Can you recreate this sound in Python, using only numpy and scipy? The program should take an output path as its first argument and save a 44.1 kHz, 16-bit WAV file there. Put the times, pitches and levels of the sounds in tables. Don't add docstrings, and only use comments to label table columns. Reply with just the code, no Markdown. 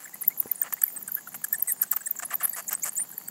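import sys
import numpy as np
from scipy import signal
from scipy.fft import rfft, irfft, next_fast_len
from scipy.io import wavfile
from scipy.ndimage import uniform_filter1d, map_coordinates

SR = 44100
rng = np.random.default_rng(int(sys.argv[2]) if len(sys.argv) > 2 else 0)


def digitize_waveform(pressure):
    field = np.atleast_2d(pressure).T
    bounded = np.clip(field, -1, 1)
    quanta = np.round(bounded * 32767).astype(np.int16)
    wavfile.write(sys.argv[1], SR, quanta)


N = 145530

# (frequency [Hz], level [dB])
HISS_SPECTRUM = [(25, 2), (70, -14), (148, -1.5), (190, 2), (300, -5.5), (542, -9.5), (749, -5.5),
                 (1060, -10), (1510, -14.5), (1730, -10), (2390, -17.5), (2970, -16.5), (3680, -19),
                 (4690, -13.5), (5520, -17), (6400, -10.5), (7100, -1.5), (8000, -12), (9720, -17.5),
                 (11100, -12.5), (13100, -9), (14600, -7.5), (15800, -7)]
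# (time [s], length [s], first rate [1/s], last rate [1/s], body [dB], ring [dB], treble [dB])
RASPS = [(.003, 0.047, 233, 110, -55.5, -55, -50.5), (0.234, 0.0061, 1500, 1070, -54, -45.5, -51),
         (0.638, 0.046, 730, 434, -44, -56, -70), (0.725, 0.0074, 1340, 510, -36, -32.5, -34.5),
         (0.819, 0.0033, 2130, 1040, -39, -34.5, -30.5), (1.079, 0.0058, 1500, 830, -48.5, -45, -35),
         (2.194, 0.0072, 1750, 940, -43, -39, -39), (1.133, 0.052, 230, 310, -75, -75, -43.5),
         (1.343, .009, 900, 600, -40, -41.5, -37), (1.441, .0075, 1720, 1500, -41.5, -33.5, -25.5),
         (1.527, 0.021, 1630, 1970, -54, -42, -34.5), (1.681, 0.028, 2400, 1800, -62, -46, -32.5),
         (1.709, 0.025, 960, 600, -71, -51, -33), (1.825, 0.013, 2150, 650, -42.5, -32, -31),
         (1.92, 0.02, 2100, 650, -40, -36.5, -36.5), (1.967, 0.0063, 446, 374, -36.5, -36.5, -43),
         (2.2237, 0.015, 700, 680, -35.5, -36, -46), (2.305, .02, 2060, 750, -38, -43.5, -50),
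         (2.323, 0.018, 650, 750, -35, -43, -39.5), (2.406, 0.026, 1800, 460, -37.5, -43.5, -46),
         (2.432, 0.022, 390, 560, -40, -52, -23), (2.4518, 0.0064, 1730, 1650, -44, -55, -24.5),
         (2.472, 0.01, 145, 170, -48, -49, -41), (2.5639, 0.043, 240, 240, -40, -39, -39.5),
         (2.692, 0.0068, 1900, 1600, -48.5, -42, -33), (2.709, 0.035, 310, 470, -38.5, -35, -42),
         (2.84, .0065, 2150, 2300, -41, -40, -29), (2.851, 0.037, 267, 390, -39, -35, -37)]
# (frequency [Hz], level [dB])
BODY_SPECTRUM = [(180, -54), (300, -16), (432, -13), (703, 1.5), (989, 0.5), (1250, 5.5), (1460, 0),
                 (1730, 5), (2180, -3), (2490, -6), (2890, -6), (3860, -18), (4700, -14), (5500, -29),
                 (7150, -24), (12100, -120)]
RING_SPECTRUM = [(3000, -39), (5000, -12), (6300, -6), (7200, 2), (8300, -0.5), (9500, -8), (12000, -67)]
TREBLE_SPECTRUM = [(6000, -28.5), (9000, -25), (10800, 4), (12500, 0), (14000, -3.5), (15500, -15.5)]
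# (time [s], length [s], first pitch [Hz], middle pitch [Hz], last pitch [Hz], level [dB])
SQUEAKS = [(0.039, 0.023, 7800, 7480, 7540, -43.5), (0.247, 0.0071, 9700, 9450, 9000, -40),
           (0.454, 0.059, 11400, 9900, 9100, -50.5), (0.577, 0.036, 10000, 8850, 9000, -44.5),
           (0.615, 0.011, 10250, 7320, 5860, -44), (.8165, .005, 7350, 7780, 8380, -26.5),
           (0.876, 0.032, 8600, 9100, 8200, -46), (0.93, 0.016, 12300, 12700, 13000, -44.5),
           (0.962, 0.017, 8800, 8110, 8800, -33), (1.077, 0.0048, 8400, 8730, 7700, -30.5),
           (1.087, 0.014, 12600, 11400, 11500, -40), (1.176, 0.028, 9800, 10100, 10800, -53),
           (1.352, .016, 10900, 14000, 11200, -38.5), (1.44, 0.012, 9000, 8180, 7430, -33.5),
           (1.603, 0.0073, 8900, 8440, 8100, -35), (1.77, 0.052, 8750, 8900, 7850, -47.5),
           (1.869, 0.02, 8300, 8100, 8000, -49.5), (1.915, 0.0052, 7530, 7600, 7400, -27),
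           (1.937, .024, 15200, 15000, 14300, -43), (2.006, 0.017, 8700, 7980, 7550, -41.5),
           (2.161, 0.014, 7800, 7500, 6350, -39.5), (2.189, 0.0048, 7200, 7460, 7450, -28.5),
           (2.249, 0.014, 10300, 11360, 9850, -31), (2.305, 0.0095, 8020, 7980, 7700, -42.5),
           (2.401, .008, 8300, 7850, 7760, -41), (2.449, 0.01, 12130, 11670, 10200, -24.5),
           (2.507, 0.062, 13000, 10900, 10150, -43), (2.532, 0.0056, 7700, 8000, 8400, -30.5),
           (2.667, 0.013, 12800, 10500, 8750, -43), (3.012, 0.035, 13100, 12600, 11800, -44),
           (3.126, 0.018, 8250, 7800, 7040, -47), (3.276, 0.013, 8700, 7740, 7000, -39)]
MEWS = [(.055, 0.009, 1800, 1720, 1640, -41.5), (0.073, 0.012, 2240, 2010, 1860, -48),
        (.133, 0.019, 1820, 2030, 1930, -48), (0.233, 0.019, 1680, 2064, 2020, -46.5),
        (0.298, 0.033, 1820, 2140, 2210, -50.5), (0.49, 0.026, 2200, 2030, 2040, -54),
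        (0.619, 0.0076, 1750, 1745, 1640, -36), (0.771, 0.02, 1780, 2000, 2200, -49),
        (0.836, 0.0038, 1630, 1720, 1730, -35.5), (0.874, 0.018, 2250, 2140, 1950, -51),
        (0.971, 0.0057, 1810, 1780, 1680, -45.5), (1.078, 0.018, 1726, 1565, 1430, -46),
        (1.164, 0.032, 1453, 1705, 1580, -43.5), (1.272, 0.0074, 1430, 1406, 1360, -39.5),
        (1.441, .011, 1706, 1702, 1590, -35), (1.527, 0.03, 1664, 1820, 1580, -37.5),
        (1.678, 0.035, 1990, 1977, 1730, -41), (1.826, 0.018, 1590, 1556, 1570, -41),
        (1.926, .018, 1720, 1300, 1110, -42.5), (2.007, 0.013, 1550, 1640, 1700, -46),
        (2.069, 0.0098, 1910, 1796, 1730, -38), (2.194, 0.0089, 1710, 1670, 1570, -38.5),
        (2.306, 0.0093, 1850, 1680, 1310, -48), (2.401, 0.0093, 1830, 1740, 1390, -44),
        (2.535, 0.018, 1790, 1920, 1850, -42.5), (2.689, 0.013, 1800, 2020, 2140, -45),
        (2.836, 0.0096, 2200, 2100, 2120, -43.5), (2.989, .02, 1790, 1914, 2220, -45.5),
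        (3.124, 0.011, 1700, 1606, 1540, -50), (3.179, 0.0031, 1800, 1830, 1700, -41),
        (3.285, 0.003, 1730, 1600, 1570, -42)]
CHIRPS = [(.139, .008, 14500, 12500, 10000, -33), (.278, .0062, 15600, 13500, 13400, -9),
          (.4005, .005, 15600, 14000, 15200, -12), (.5148, .005, 15200, 13800, 14900, -12),
          (.555, .006, 8000, 10000, 12500, -31), (.6163, .005, 15100, 14200, 14300, -13),
          (.629, .006, 6800, 8400, 11000, -24), (.7345, .007, 11500, 13800, 15800, -19),
          (.8356, .0057, 13700, 12500, 14800, -8), (.865, .003, 15000, 13000, 11500, -27),
          (.8797, .003, 15000, 12800, 11000, -22), (1.025, .006, 13500, 11500, 10000, -30),
          (1.1183, .004, 15400, 13600, 11600, -20), (1.144, .003, 15500, 14300, 13500, -23),
          (1.1498, .0045, 15500, 13200, 10500, -17), (1.286, .006, 14000, 11800, 10000, -35),
          (1.482, .007, 14800, 12500, 10500, -35), (1.526, .0075, 15700, 13600, 10800, -15),
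          (1.582, .005, 10000, 12500, 14500, -29), (1.595, .007, 13000, 10800, 9500, -31),
          (1.622, .008, 15700, 13200, 10800, -14), (1.719, .006, 15300, 12900, 10800, -16),
          (1.8155, .0085, 15700, 12900, 10300, -12.5), (1.9128, .0072, 15600, 13400, 10500, -14),
          (1.9628, .006, 15000, 13500, 14200, -16.5), (2.108, .0065, 15500, 13600, 14700, -17),
          (2.3412, .0035, 12000, 11400, 11200, -19), (2.3525, .006, 15300, 13900, 15200, -18.5),
          (2.4795, .004, 10000, 12000, 14500, -29), (2.495, .0055, 15300, 14300, 15300, -20),
          (2.549, .004, 12000, 13500, 15000, -29), (2.7275, .006, 15500, 14200, 15200, -19),
          (2.750, .004, 9000, 8300, 7500, -19), (2.794, .006, 8000, 10500, 13500, -36),
          (2.8925, .0028, 9000, 8400, 7700, -21), (2.954, .003, 10000, 12500, 15500, -27),
          (2.9595, .004, 11500, 9500, 8300, -29), (3.113, .005, 9000, 11500, 14000, -33),
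          (3.179, .004, 9500, 12500, 15000, -22), (3.283, .006, 9500, 12300, 15000, -27),
          (.264, .006, 13500, 11800, 10500, -38), (.852, .004, 8000, 10500, 14000, -33),
          (1.272, .008, 10000, 12200, 13500, -39), (1.327, .007, 7500, 9200, 12000, -41),
          (2.624, .005, 8500, 11500, 15000, -38), (2.927, .009, 10500, 13000, 14500, -39),
          (3.089, .005, 11000, 13000, 15500, -36)]
# (harmonic number, level [dB])
MEW_OVERTONES = [(2, -22), (3, -21), (4, -21)]
# (time [s], pitch [Hz], level [dB])
SQUEALS = [
    [(.209, 14900, -37), (.217, 14200, -30), (.224, 10800, -27.5), (.231, 10330, -39)],
    [(.374, 13800, -33), (.39, 10800, -35.5), (.405, 10200, -39), (.416, 9500, -43), (.423, 7650, -50)],
    [(1.524, 7500, -33), (1.533, 7960, -43), (1.557, 8400, -32), (1.564, 7500, -39)],
    [(1.674, 8180, -22), (1.679, 8560, -34), (1.682, 8050, -25), (1.686, 8080, -30), (1.692, 8190, -29),
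     (1.705, 8400, -26.5), (1.712, 8800, -30.5), (1.717, 8430, -29), (1.72, 7300, -33)],
    [(2.058, 7540, -30), (2.063, 7250, -29.5), (2.069, 8400, -28), (2.078, 8140, -29.5)],
    [(2.68, 7550, -24), (2.685, 6270, -34.5), (2.69, 7650, -27), (2.695, 8360, -30)],
    [(2.8215, 7200, -35), (2.824, 6300, -38), (2.834, 6660, -28), (2.837, 7590, -22), (2.84, 7600, -28.5),
     (2.846, 8540, -28)],
    [(2.966, 7070, -32), (2.976, 7120, -29), (2.981, 8070, -25.5), (2.986, 7970, -21.5), (2.99, 9330, -32),
     (3.008, 8950, -25.5), (3.012, 9500, -37), (3.018, 9000, -25), (3.027, 8980, -29), (3.031, 9400, -39),
     (3.039, 9200, -40)],
]
# (frequency [Hz], level [dB], T60 [s])
BUMP_MODES = [(171, -32, 0.022), (250, 0, 0.034), (366, -0.5, 0.018), (444, 7.5, 0.023), (784, -2.5, 0.035)]
# (first pitch [Hz], middle pitch [Hz], last pitch [Hz])
TRILL_SWEEP = [16000, 14800, 13100]
# (time [s], length [s], pitch [Hz], level [dB])
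WHISTLES = [(2.49, .17, 4650, -62), (2.8, .18, 4600, -65), (3.16, .14, 4550, -60.5)]
# (delay [s], level [dB])
WALL_BOUNCES = [(.0007, -28), (.0013, -21.5), (.0022, -21.5)]

CHIRP_TAPER, SQUEAK_TAPER, MEW_TAPER = .95, .1, .38
GRIT_PER_S = 2000


def amp(db):
    return 10 ** (np.asarray(db) / 20)


def unit(x):
    return x / np.sqrt(np.mean(x ** 2) + 1e-20)


def add(track, time_s, x):
    i = min(N, max(0, round(time_s * SR)))
    track[i:i + len(x)] += x[:N - i]


def wobble(knots_per_s, n):
    return map_coordinates(rng.standard_normal(256), [np.arange(n) * knots_per_s / SR], mode="mirror")


def grit(depth, n):
    level = unit(np.exp(depth * wobble(GRIT_PER_S, n)))
    return level * np.exp(1j * depth * wobble(GRIT_PER_S, n))


def coloured(x, spectrum):
    m = 2 * next_fast_len(len(x))
    hz, db = np.transpose(spectrum)
    bin_db = np.interp(np.log(np.fft.rfftfreq(m, 1 / SR) + 1), np.log(hz + 1), db)
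    cepstrum = irfft(np.log(amp(bin_db)), m)
    cepstrum[1:m // 2] *= 2
    cepstrum[m // 2 + 1:] = 0
    return irfft(rfft(x, m) * np.exp(rfft(cepstrum)), m)[:len(x)]


def wavering_phase(hz, depth=.009, knots_per_s=500):
    return 2 * np.pi * np.cumsum(hz * (1 + depth * wobble(knots_per_s, len(hz)))) / SR


def call(length_s, pitches_hz, taper):
    n = max(16, round(length_s * SR))
    arch_hz = np.polyval(np.polyfit([0, .5, 1], pitches_hz, 2), np.linspace(0, 1, n))
    return np.sqrt(2) * signal.windows.tukey(n, taper), wavering_phase(arch_hz)


def puffed(clicks, share=1, puff_db=-26.5, t60_s=.028):
    decay = amp(-60 / (t60_s * SR))
    envelope = signal.lfilter([1], [1, -decay], clicks)
    return clicks + share * amp(puff_db) * envelope * rng.standard_normal(len(clicks))


def scattered(x, wet_db, t60_s=.009, delay_s=.0006):
    t = np.arange(SR // 50) / SR
    tail = rng.standard_normal(len(t)) * amp(-60 * t / t60_s) * (t > delay_s)
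    echo = signal.fftconvolve(x, tail)
    echo *= amp(wet_db) * np.linalg.norm(x) / np.linalg.norm(echo)
    both = np.pad(x, (0, len(t) - 1)) + echo
    return both * np.linalg.norm(x) / np.linalg.norm(both)


def hiss(level_db=-47.5, patch_db=2):
    noise = signal.stft(rng.standard_normal(N), nperseg=512)[2]
    patches = uniform_filter1d(rng.standard_normal(noise.shape), size=8, axis=0)
    patches = unit(uniform_filter1d(patches, size=12, axis=1))
    patchy = signal.istft(noise * amp(patch_db * patches), nperseg=512)[1][:N]
    return amp(level_db) * unit(coloured(patchy, HISS_SPECTRUM))


def rasp_spectrum(levels_db):
    hz = np.geomspace(100, SR / 2, 200)
    power = 0
    for db, resonance in zip(levels_db, (BODY_SPECTRUM, RING_SPECTRUM, TREBLE_SPECTRUM)):
        shape_hz, shape_db = np.transpose(resonance)
        part = amp(np.interp(np.log(hz), np.log(shape_hz), shape_db)) ** 2
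        power += amp(db) ** 2 * part / np.sum(part * np.gradient(hz))
    return np.column_stack([hz, 10 * np.log10(power)])


def rasps(ragged_below_per_s=700, jitter_cycles=.1, scatter_db=1.8, swell_db=2.5):
    out = np.zeros(N)
    for time_s, length_s, first_per_s, last_per_s, *levels_db in RASPS:
        n = round(length_s * SR)
        slip, size = rng.standard_normal((2, 128))
        rate_per_s = np.geomspace(first_per_s, last_per_s, n)
        cycles = np.cumsum(rate_per_s) / SR
        k = np.arange(min(len(slip), int(cycles[-1]) + 1))
        ragged = np.minimum(1, ragged_below_per_s / np.interp(k, cycles, rate_per_s)) ** 2
        at = np.interp(k + jitter_cycles * ragged * slip[k], cycles, np.arange(n)).astype(int)
        click_db = scatter_db * ragged * size[k] + swell_db * np.sin(np.pi * at / n)
        clicks = np.bincount(at, amp(click_db), n + SR // 20)
        rasp = coloured(puffed(clicks, ragged.mean()), rasp_spectrum(levels_db))
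        add(out, time_s, np.linalg.norm(amp(levels_db)) * np.sqrt(n) * rasp / np.linalg.norm(rasp))
    return out


def ticks(rate_per_s=36, body_db=-62, treble_boost_db=5, scatter_db=3):
    slip, low, high = rng.standard_normal((int(rate_per_s * N / SR), 3)).T
    at = ((np.arange(len(slip)) + slip) * SR / rate_per_s).astype(int) % N
    body = unit(coloured(puffed(np.bincount(at, amp(scatter_db * low), N)), BODY_SPECTRUM))
    treble = unit(coloured(puffed(np.bincount(at, amp(scatter_db * high), N)), TREBLE_SPECTRUM))
    return amp(body_db) * (body + amp(treble_boost_db) * treble)


def far_bats(rate_per_s=32, centre_hz=11400, length_s=.005, level_db=-46.5, scatter_db=4.5):
    out = np.zeros(N)
    for k in range(int(rate_per_s * N / SR)):
        slip, pitch, size, stretch, slope = rng.standard_normal(5)
        glide = np.sign(slope) * np.array([-.3, 0, .3])
        pitches_hz = centre_hz * np.exp(.12 * pitch + glide)
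        swell, phase = call(length_s * np.exp(.5 * stretch), pitches_hz, CHIRP_TAPER)
        twitter = scattered(swell * np.imag(grit(.28, len(swell)) * np.exp(1j * phase)), wet_db=6)
        add(out, abs(k + slip) / rate_per_s, amp(level_db + scatter_db * size) * twitter)
    return out


def high_voice(swell, phase, octave_db=-7.5):
    octave = amp(octave_db) * (np.gradient(phase) < np.pi / 2)
    return swell * grit(.12, len(swell)) * (np.exp(1j * phase) + octave * np.exp(2j * phase))


def squeaks():
    out = np.zeros(N, complex)
    for time_s, length_s, *pitches_hz, db in SQUEAKS:
        add(out, time_s, amp(db) * high_voice(*call(length_s, pitches_hz, SQUEAK_TAPER)))
    return out


def mews(flicker_per_s=800, grit_depth=.28, saturation_db=-34):
    sound, flutter = np.zeros(N), np.zeros(N, complex)
    for time_s, length_s, *pitches_hz, db in MEWS:
        swell, phase = call(length_s, pitches_hz, MEW_TAPER)
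        n = len(swell)
        flicker = np.exp(.25 * wobble(flicker_per_s, n))
        overtones = sum(amp(overtone_db) * np.exp(1j * k * phase) * grit(grit_depth, n)
                        for k, overtone_db in MEW_OVERTONES)
        add(sound, time_s, amp(db) * swell * flicker * (np.sin(phase) + overtones.imag))
        depth = np.tanh(amp(db - saturation_db) * swell)
        rough_phase = phase + grit_depth * wobble(GRIT_PER_S, n)
        add(flutter, time_s, depth * np.exp(1j * rough_phase))
    return sound, flutter


def throat(lower_sideband=.11, upper_sideband=.68):
    low, flutter = mews()
    high = squeaks() + squeals()
    modulation = (1 + lower_sideband * flutter.conj()) / (1 - upper_sideband * flutter)
    return low + np.imag(high * modulation)


def chirps(half_wet_db=-29, lead_s=.0029, lead_db=-17):
    out = np.zeros(N)
    for time_s, length_s, *pitches_hz, db in CHIRPS:
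        swell, phase = call(length_s, pitches_hz, CHIRP_TAPER)
        sweep = swell * np.imag(grit(.16, len(swell)) * np.exp(1j * phase))
        add(out, time_s, amp(db) * scattered(sweep, wet_db=.5 * (half_wet_db - db)))
        swell, phase = call(2 * lead_s, [pitches_hz[0]] * 3, taper=.83)
        add(out, time_s - lead_s, amp(db + lead_db) * swell * np.sin(phase))
    return out


def squeals(fade_s=.0013):
    out = np.zeros(N, complex)
    for points in SQUEALS:
        times_s, hz, db = np.transpose(points)
        t = np.arange(times_s[0], times_s[-1], 1 / SR)
        fades = signal.windows.tukey(len(t), 2 * fade_s * SR / len(t))
        swell = np.sqrt(2) * amp(np.interp(t, times_s, db)) * fades
        add(out, times_s[0], high_voice(swell, wavering_phase(np.interp(t, times_s, hz))))
    return out


def bump(time_s=.458, gain_db=-39):
    out, t = np.zeros(N), np.arange(SR // 10) / SR
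    for hz, db, t60_s in BUMP_MODES:
        add(out, time_s, amp(gain_db + db - 60 * t / t60_s) * np.sin(2 * np.pi * hz * t))
    return out


def trill(time_s=.858, length_s=.18, rate_per_s=155, note_s=.006, level_db=-40):
    out = np.zeros(N)
    for k in range(int(length_s * rate_per_s)):
        swell, phase = call(note_s, TRILL_SWEEP, CHIRP_TAPER)
        add(out, time_s + k / rate_per_s, amp(level_db) * scattered(swell * np.sin(phase), wet_db=0))
    return out


def whistles(width_hz=150):
    out = np.zeros(N)
    for time_s, length_s, hz, db in WHISTLES:
        swell, phase = call(length_s, [hz] * 3, SQUEAK_TAPER)
        n = len(swell)
        air = wobble(width_hz, n) * np.sin(phase) + wobble(width_hz, n) * np.cos(phase)
        add(out, time_s, amp(db) * swell * air / np.sqrt(2))
    return out


def walls(x):
    out = x.copy()
    for delay_s, db in WALL_BOUNCES:
        add(out, delay_s, amp(db) * x)
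    return out


def cavity(x, t60_s):
    t = np.arange(SR // 4) / SR
    tail = rng.standard_normal(len(t)) * amp(-60 * t / t60_s) * (t > .001)
    return signal.fftconvolve(x, tail / np.linalg.norm(tail))[:N]


def scene():
    bats = walls(chirps() + throat() + trill() + far_bats()) + rasps() + ticks() + whistles()
    vent_ring = amp(-17) * cavity(bats, t60_s=.03)
    roof_echo = amp(-27) * cavity(bats, t60_s=.15)
    return (bats + vent_ring + roof_echo + bump() + hiss())[None]


def record(dry, low_cut_hz=110, top_hz=15750):
    m = next_fast_len(N + SR // 2)
    thin = signal.sosfilt(signal.butter(2, low_cut_hz, "highpass", fs=SR, output="sos"), dry)
    passband = np.fft.rfftfreq(m, 1 / SR) < top_hz
    return irfft(rfft(thin, m) * passband, m)[:, :N]


dry = scene()
out = record(dry)
digitize_waveform(out)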